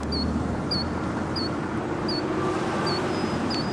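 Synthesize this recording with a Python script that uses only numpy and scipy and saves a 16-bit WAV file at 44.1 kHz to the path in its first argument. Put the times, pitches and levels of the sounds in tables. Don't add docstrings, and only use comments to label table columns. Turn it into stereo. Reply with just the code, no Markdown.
import sys
import numpy as np
from scipy import signal
from scipy.io import wavfile

SR = 44100
rng = np.random.default_rng(int(sys.argv[2]) if len(sys.argv) > 2 else 0)


def persist_wave(psi):
    counts = np.round(np.clip(psi, -1, 1) * 32767).astype(np.int16)
    wavfile.write(sys.argv[1], SR, np.atleast_2d(counts).T)


N = 164052
T = np.arange(N) / SR

# f/Hz, left minus right/dB
BACKGROUND_BALANCE = [(30, -5), (70, -5), (170, 2), (350, 2.5), (700, 1.6), (1400, 0), (5000, -1),
                      (10000, -0.5)]


def from_db(db):
    return 10 ** (np.asarray(db) / 20)


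def rms_one(x):
    return x / np.sqrt(np.mean(x ** 2) + 1e-20)


def in_time(rows):
    return np.interp(T, *np.transpose(rows))


def at_hz(points, hz):
    f, value = np.transpose(points)
    return np.interp(np.log(hz), np.log(f), value)


def pan(db):
    return from_db(np.array([[db], [-db]]) / 2)


def turns(hz):
    return 2 * np.pi * np.cumsum(hz) / SR


def drift(rate_hz):
    pole = np.exp(-2 * np.pi * rate_hz * 40 / SR)
    noise = rng.standard_normal(N // 40 + 2002)
    slow = signal.lfilter([1], [1, -2 * pole, pole ** 2], noise)[2000:]
    return np.interp(np.arange(N) / 40, np.arange(len(slow)), rms_one(slow))


def resonate(x, hz, width_hz):
    return signal.lfilter(*signal.iirpeak(hz, hz / width_hz, fs=SR), x + 1e-18)


def gate(t, length, attack, release):
    opening = np.sin(np.pi / 2 * np.clip(t / attack, 0, 1))
    closing = np.sin(np.pi / 2 * np.clip((length - t) / release, 0, 1)) ** 2
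    return opening * closing


def scatter(x):
    t60_s, build_s = 1.5, .024
    t = T[:SR]
    tail = rng.standard_normal((2, SR)) * from_db(-60 * t / t60_s) * np.minimum(t / build_s, 1)
    return signal.fftconvolve(x[None], rms_one(tail) / np.sqrt(SR), axes=1)[:, :N]


def killdeer():
    # t/s, length/s, level/dB, crest f/Hz, held f/Hz, crest accent/dB, echo delay/s, echo level/dB
    notes = [(0.1187, 0.12, -33, 4750, 4357, -2, 0.062, -17),
             (0.709, 0.12, -31.5, 4855, 4400, 2, .024, -24),
             (1.3567, 0.12, -34.5, 4930, 4410, 1.5, 0.037, -23),
             (2.082, 0.12, -34.5, 4890, 4450, 0.5, .035, -23),
             (2.8627, 0.124, -34.5, 4730, 4420, 0, 0.043, -22),
             (3.5013, 0.12, -34.5, 4990, 4480, -1, .042, -14)]
    # multiple of the sung pitch, level on the held part/dB, level on the crest/dB
    partials = [(.5, -26, -21), (1, 2, 5), (2, -27, -21), (2.5, -43, -41), (3, -46, -49)]
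    crest_s, rise_s, fall_s, crest_roundness = .01294, .01216, .019, 2.28
    sag_hz, sag_at_s, sag_width_s = 45, .087, .017
    lift_hz, lift_s = 125, .011
    waver_hz, waver_db, waver_rate_hz = 8, .6, 160
    tail_db = -23.5

    voice, echoes = np.zeros(N), np.zeros(N)
    pitch_waver = waver_hz * drift(waver_rate_hz)
    level_waver = waver_db * drift(waver_rate_hz)
    for start, length, db, crest_hz, held_hz, accent_db, echo_s, echo_db in notes:
        span = (T >= start) & (T < start + length)
        t = T[span] - start
        crest_width = np.where(t < crest_s, rise_s, fall_s)
        crest = np.exp(-np.abs((t - crest_s) / crest_width) ** crest_roundness)
        lift = lift_hz * np.exp((t - length) / lift_s)
        sag = sag_hz * np.exp(-((t - sag_at_s) / sag_width_s) ** 2)
        phase = turns(held_hz + (crest_hz - held_hz) * crest + lift - sag + pitch_waver[span])
        tone = sum(from_db(held_db + (top_db - held_db) * crest) * np.sin(k * phase)
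                   for k, held_db, top_db in partials)
        level = from_db(db + accent_db * crest + level_waver[span])
        note = np.sqrt(2) * tone * level * gate(t, length, attack=.009, release=.012)
        voice[span] += note
        echoes += from_db(echo_db) * np.interp(T - echo_s, T[span], note, left=0, right=0)
    echoes = resonate(echoes, hz=4900, width_hz=550)
    return (voice + echoes) * pan(db=-1.7) + from_db(tail_db) * scatter(voice)


def far_birds():
    # t/s, length/s, level/dB, first f/Hz, last f/Hz, slide/s, swell/s
    whistles = [(2.865, 0.019, -48, 7900, 8150, .01, .006), (3.06, 0.302, -44, 5118, 5028, .072, 0.085),
                (3.487, .022, -51.5, 7100, 7400, .012, 0.0074), (3.588, 0.15, -44, 4980, 4900, .062, 0.035)]
    waver_hz, waver_db, lead_in_db = 7, 1.2, -16
    echo_s, echo_db, tail_db = .08, -9, -15

    voice, pitch_waver = np.zeros(N), waver_hz * drift(40)
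    for start, length, db, first_hz, last_hz, slide, swell_s in whistles:
        t = T - start
        pitch = last_hz + (first_hz - last_hz) * np.exp(-(t / slide) ** 2) + pitch_waver
        swell = from_db(lead_in_db * np.clip(1 - t / swell_s, 0, 1))
        tone = np.sqrt(2) * from_db(db) * np.sin(turns(pitch))
        voice += tone * swell * gate(t, length, attack=.005, release=length / 10)
    voice = voice * from_db(waver_db * drift(25))
    echo = from_db(echo_db) * np.interp(T - echo_s, T, voice)
    return (voice + echo) * pan(db=-2.0) + from_db(tail_db) * scatter(voice)


def ticks_knocks_and_rasp():
    # t/s, peak level/dB ahead of panning, centre f/Hz, width/Hz
    # The pair near .74 s is the rasp in the killdeer's second note, where its voice breaks register
    bursts = [(0.0332, -20.5, 5200, 6000), (.548, -25, 800, 300), (.741, -26, 4960, 1700),
              (.748, -36, 4830, 1500), (.977, -18.5, 780, 300), (1.039, -29, 3000, 2500),
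              (1.17, -24, 850, 295), (1.775, -39, 9600, 1410), (2.851, -31, 8800, 2980),
              (3.5448, -14.5, 3150, 2600)]
    grit_db, grit_decay_s = -20, .003
    top_ratio, top_limit_hz = 2.6, 10200

    out, t = np.zeros((2, N)), T[:SR // 50]
    for start, db, hz, width_hz in bursts:
        snap = t == 0
        grit = from_db(grit_db) * rng.standard_normal((2, len(t))) * np.exp(-t / grit_decay_s)
        ringing = resonate(resonate(snap + grit, hz, width_hz), hz, 2 * width_hz)
        soften = signal.butter(4, min(top_ratio * hz, top_limit_hz), fs=SR, output="sos")
        burst = signal.sosfilt(soften, ringing)
        i = int(start * SR)
        out[:, i:i + len(t)] += from_db(db) * burst / np.abs(burst).max()
    return out * pan(db=-1.5)


def engine(speed):
    # t/s, level/dB
    firing_level = [(0, -36.5), (.3, -30), (.6, -38.5), (1.1, -39.5), (1.7, -45.5), (2.4, -44.5),
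                    (3.05, -41.5), (3.72, -46.5)]
    # t/s, level/dB
    load = [(0, -36.5), (.8, -38), (1.5, -35), (2.0, -33.5), (2.45, -30), (2.75, -34), (3.05, -32),
            (3.4, -36), (3.72, -40.5)]
    order_numbers = [9, 12, 15, 18, 20, 21, 22, 23, 24, 31]
    order_db = [3, -2, -5, -5, 1, -11, 0, -2, -2, -1]
    # f/Hz, width/Hz
    pipes = [(314, 28), (368, 24)]
    cylinders = 6
    off_pipe_db = -11
    order_wander = .35

    cycle, drone = turns(speed), 0
    firing = np.sqrt(2) * from_db(in_time(firing_level) + drift(12)) * np.sin(cylinders * cycle)
    for k, db in zip(order_numbers, order_db):
        in_pipe = sum(np.exp(-((k * speed - hz) / width_hz) ** 2) for hz, width_hz in pipes)
        phase = k * cycle + rng.uniform(0, 2 * np.pi) + order_wander * drift(8.6)
        level = from_db(db + off_pipe_db * (1 - in_pipe) + drift(8.3))
        drone = drone + level * np.sin(phase)
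    return firing * pan(db=4) + from_db(in_time(load)) * drone * pan(db=4)


def banded_noise(spectrum, patchy_db):
    # f/Hz, correlation (1 same, 0 unrelated, -1 opposite)
    likeness = [(25, -.7), (55, -.2), (90, .6), (140, .94), (250, .93), (500, .93), (1000, .85),
                (2000, .55), (4000, .3), (8000, 0), (14000, -.1)]
    edges = np.geomspace(20, 16000, 44)
    out, white = 0, rng.standard_normal((2, 2, N))
    for k, (low, high) in enumerate(zip(edges, edges[1:])):
        hz = np.sqrt(low * high)
        if spectrum[0][0] <= hz <= spectrum[-1][0]:
            band = signal.butter(4, [low, high], "band", fs=SR, output="sos")
            mid, side = signal.sosfilt(band, white[k % 2])
            alike = np.clip(at_hz(likeness, hz), -1, 1)
            stereo = np.sqrt(1 + alike) * mid + np.sqrt(1 - alike) * side * [[1], [-1]]
            level = from_db(at_hz(spectrum, hz) + patchy_db * drift(19))
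            out = out + level * pan(at_hz(BACKGROUND_BALANCE, hz)) * stereo
    return rms_one(out)


def traffic(speed):
    # f/Hz, relative level/dB per Hz
    rumble_spectrum = [(20, -34), (40, -9), (60, -6.5), (90, -5), (130, -1), (220, 2.5), (310, -5),
                       (420, -7.5), (600, -13.5), (1000, -16), (2000, -70)]
    # t/s, level/dB
    rumble_level = [(0, -29.5), (.15, -30), (.45, -28.5), (.8, -30), (.95, -31.5), (1.35, -30), (1.7, -32),
                    (2.1, -32), (2.6, -33.5), (2.9, -30), (3.2, -33), (3.72, -29)]
    # f/Hz, relative level/dB per Hz
    roar_spectrum = [(100, -40), (350, -2), (550, -0.5), (800, -2.5), (1100, -2.5), (1500, -5),
                     (1900, -11.5), (2600, -18.5), (4000, -26.5), (8000, -31.5), (16000, -87)]
    # t/s, level/dB
    roar_level = [(0.0, -34.5), (0.05, -38.5), (1.13, -34), (1.16, -37), (1.17, -32), (1.24, -35),
                  (2.24, -32.5), (2.81, -30), (3.68, -33), (3.72, -32)]
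    rumble_trim_db, throb_depth = .5, .02

    rumble = from_db(rumble_trim_db + in_time(rumble_level)) * banded_noise(rumble_spectrum, patchy_db=1.5)
    roar = from_db(in_time(roar_level)) * banded_noise(roar_spectrum, patchy_db=1.33)
    return (rumble + roar) * (1 + throb_depth * np.sin(turns(speed)))


def howls():
    # f/Hz, width/Hz, level at the loudest/dB, loudest at t/s, spread/s
    resonances = [(242, 45, -30, 0.32, 0.17), (181, 35, -36.5, 0.77, 0.2), (235, 54, -31.5, 3.386, 0.25),
                  (1385, 54, -46, 1.04, 1), (2430, 1600, -44.5, 3, 0.91)]
    out = 0
    for hz, width_hz, db, at, spread in resonances:
        noise = rng.standard_normal(N)
        howl = rms_one(resonate(resonate(noise, hz, width_hz), hz, 2 * width_hz))
        swell = from_db(db) * np.exp(-((T - at) / spread) ** 2)
        out = out + swell * howl * pan(at_hz(BACKGROUND_BALANCE, hz))
    return out


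def whines():
    # f/Hz, level at the loudest/dB, loudest at t/s, spread/s
    tones = [(1165, -36, 2.48, 0.14), (1167, -40, 2.76, 0.091), (1173, -39, 2.88, 0.17),
             (1580, -41, 2.594, .07), (1554, -40.5, 2.84, 0.14), (774, -42, 2.56, 0.1),
             (860, -43, 2.88, 0.13), (1066, -44, 2.7, 0.34)]
    waver_hz, waver_db, waver_rate_hz = 14, 2.2, 22
    out = 0
    for hz, db, at, spread in tones:
        level = from_db(db + waver_db * drift(19)) * np.exp(-((T - at) / spread) ** 2)
        tone = np.sqrt(2) * np.sin(turns(hz + waver_hz * drift(waver_rate_hz)))
        out = out + level * tone * pan(at_hz(BACKGROUND_BALANCE, hz))
    return out


def hiss():
    # f/Hz, relative level/dB per Hz
    hiss_spectrum = [(1000, -10), (2500, -1), (4500, 1), (6000, -.2), (8000, -2.7), (9500, -4.3),
                     (11000, -9.5), (12500, -16), (15800, -24)]
    # t/s, level/dB
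    hiss_level = [(0.0, -58), (0.33, -53.5), (0.9, -56.5), (1.12, -53), (1.52, -56), (1.9, -60), (2.1, -54),
                  (2.3, -60), (2.43, -51.5), (2.55, -47.5), (2.7, -49.3), (3.1, -49.5), (3.72, -53.5)]
    trim_db, edge_hz, air_db = 4, 9900, -81

    noise = from_db(trim_db + in_time(hiss_level)) * banded_noise(hiss_spectrum, patchy_db=1.7)
    edge = signal.butter(7, edge_hz, fs=SR, output="sos")
    air = from_db(air_db) * rng.standard_normal((2, N))
    return signal.sosfilt(edge, noise) + air


def scene():
    # t/s, cycle rate f/Hz
    cycle_rate = [(0, 12.5), (.5, 13.2), (1.0, 13.95), (1.5, 14.63), (2.0, 15.22), (2.25, 15.5),
                  (2.5, 15.87), (2.8, 16.42), (2.98, 16.68), (3.12, 16.2), (3.3, 15.25), (3.72, 13.8)]
    speed = in_time(cycle_rate)
    foreground = killdeer() + far_birds() + ticks_knocks_and_rasp()
    background = engine(speed) + traffic(speed) + howls() + whines() + hiss()
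    return foreground + background


def record(dry):
    return signal.sosfilt(signal.ellip(10, .1, 80, 15700, fs=SR, output="sos"), dry)


dry = scene()
out = record(dry)
persist_wave(out)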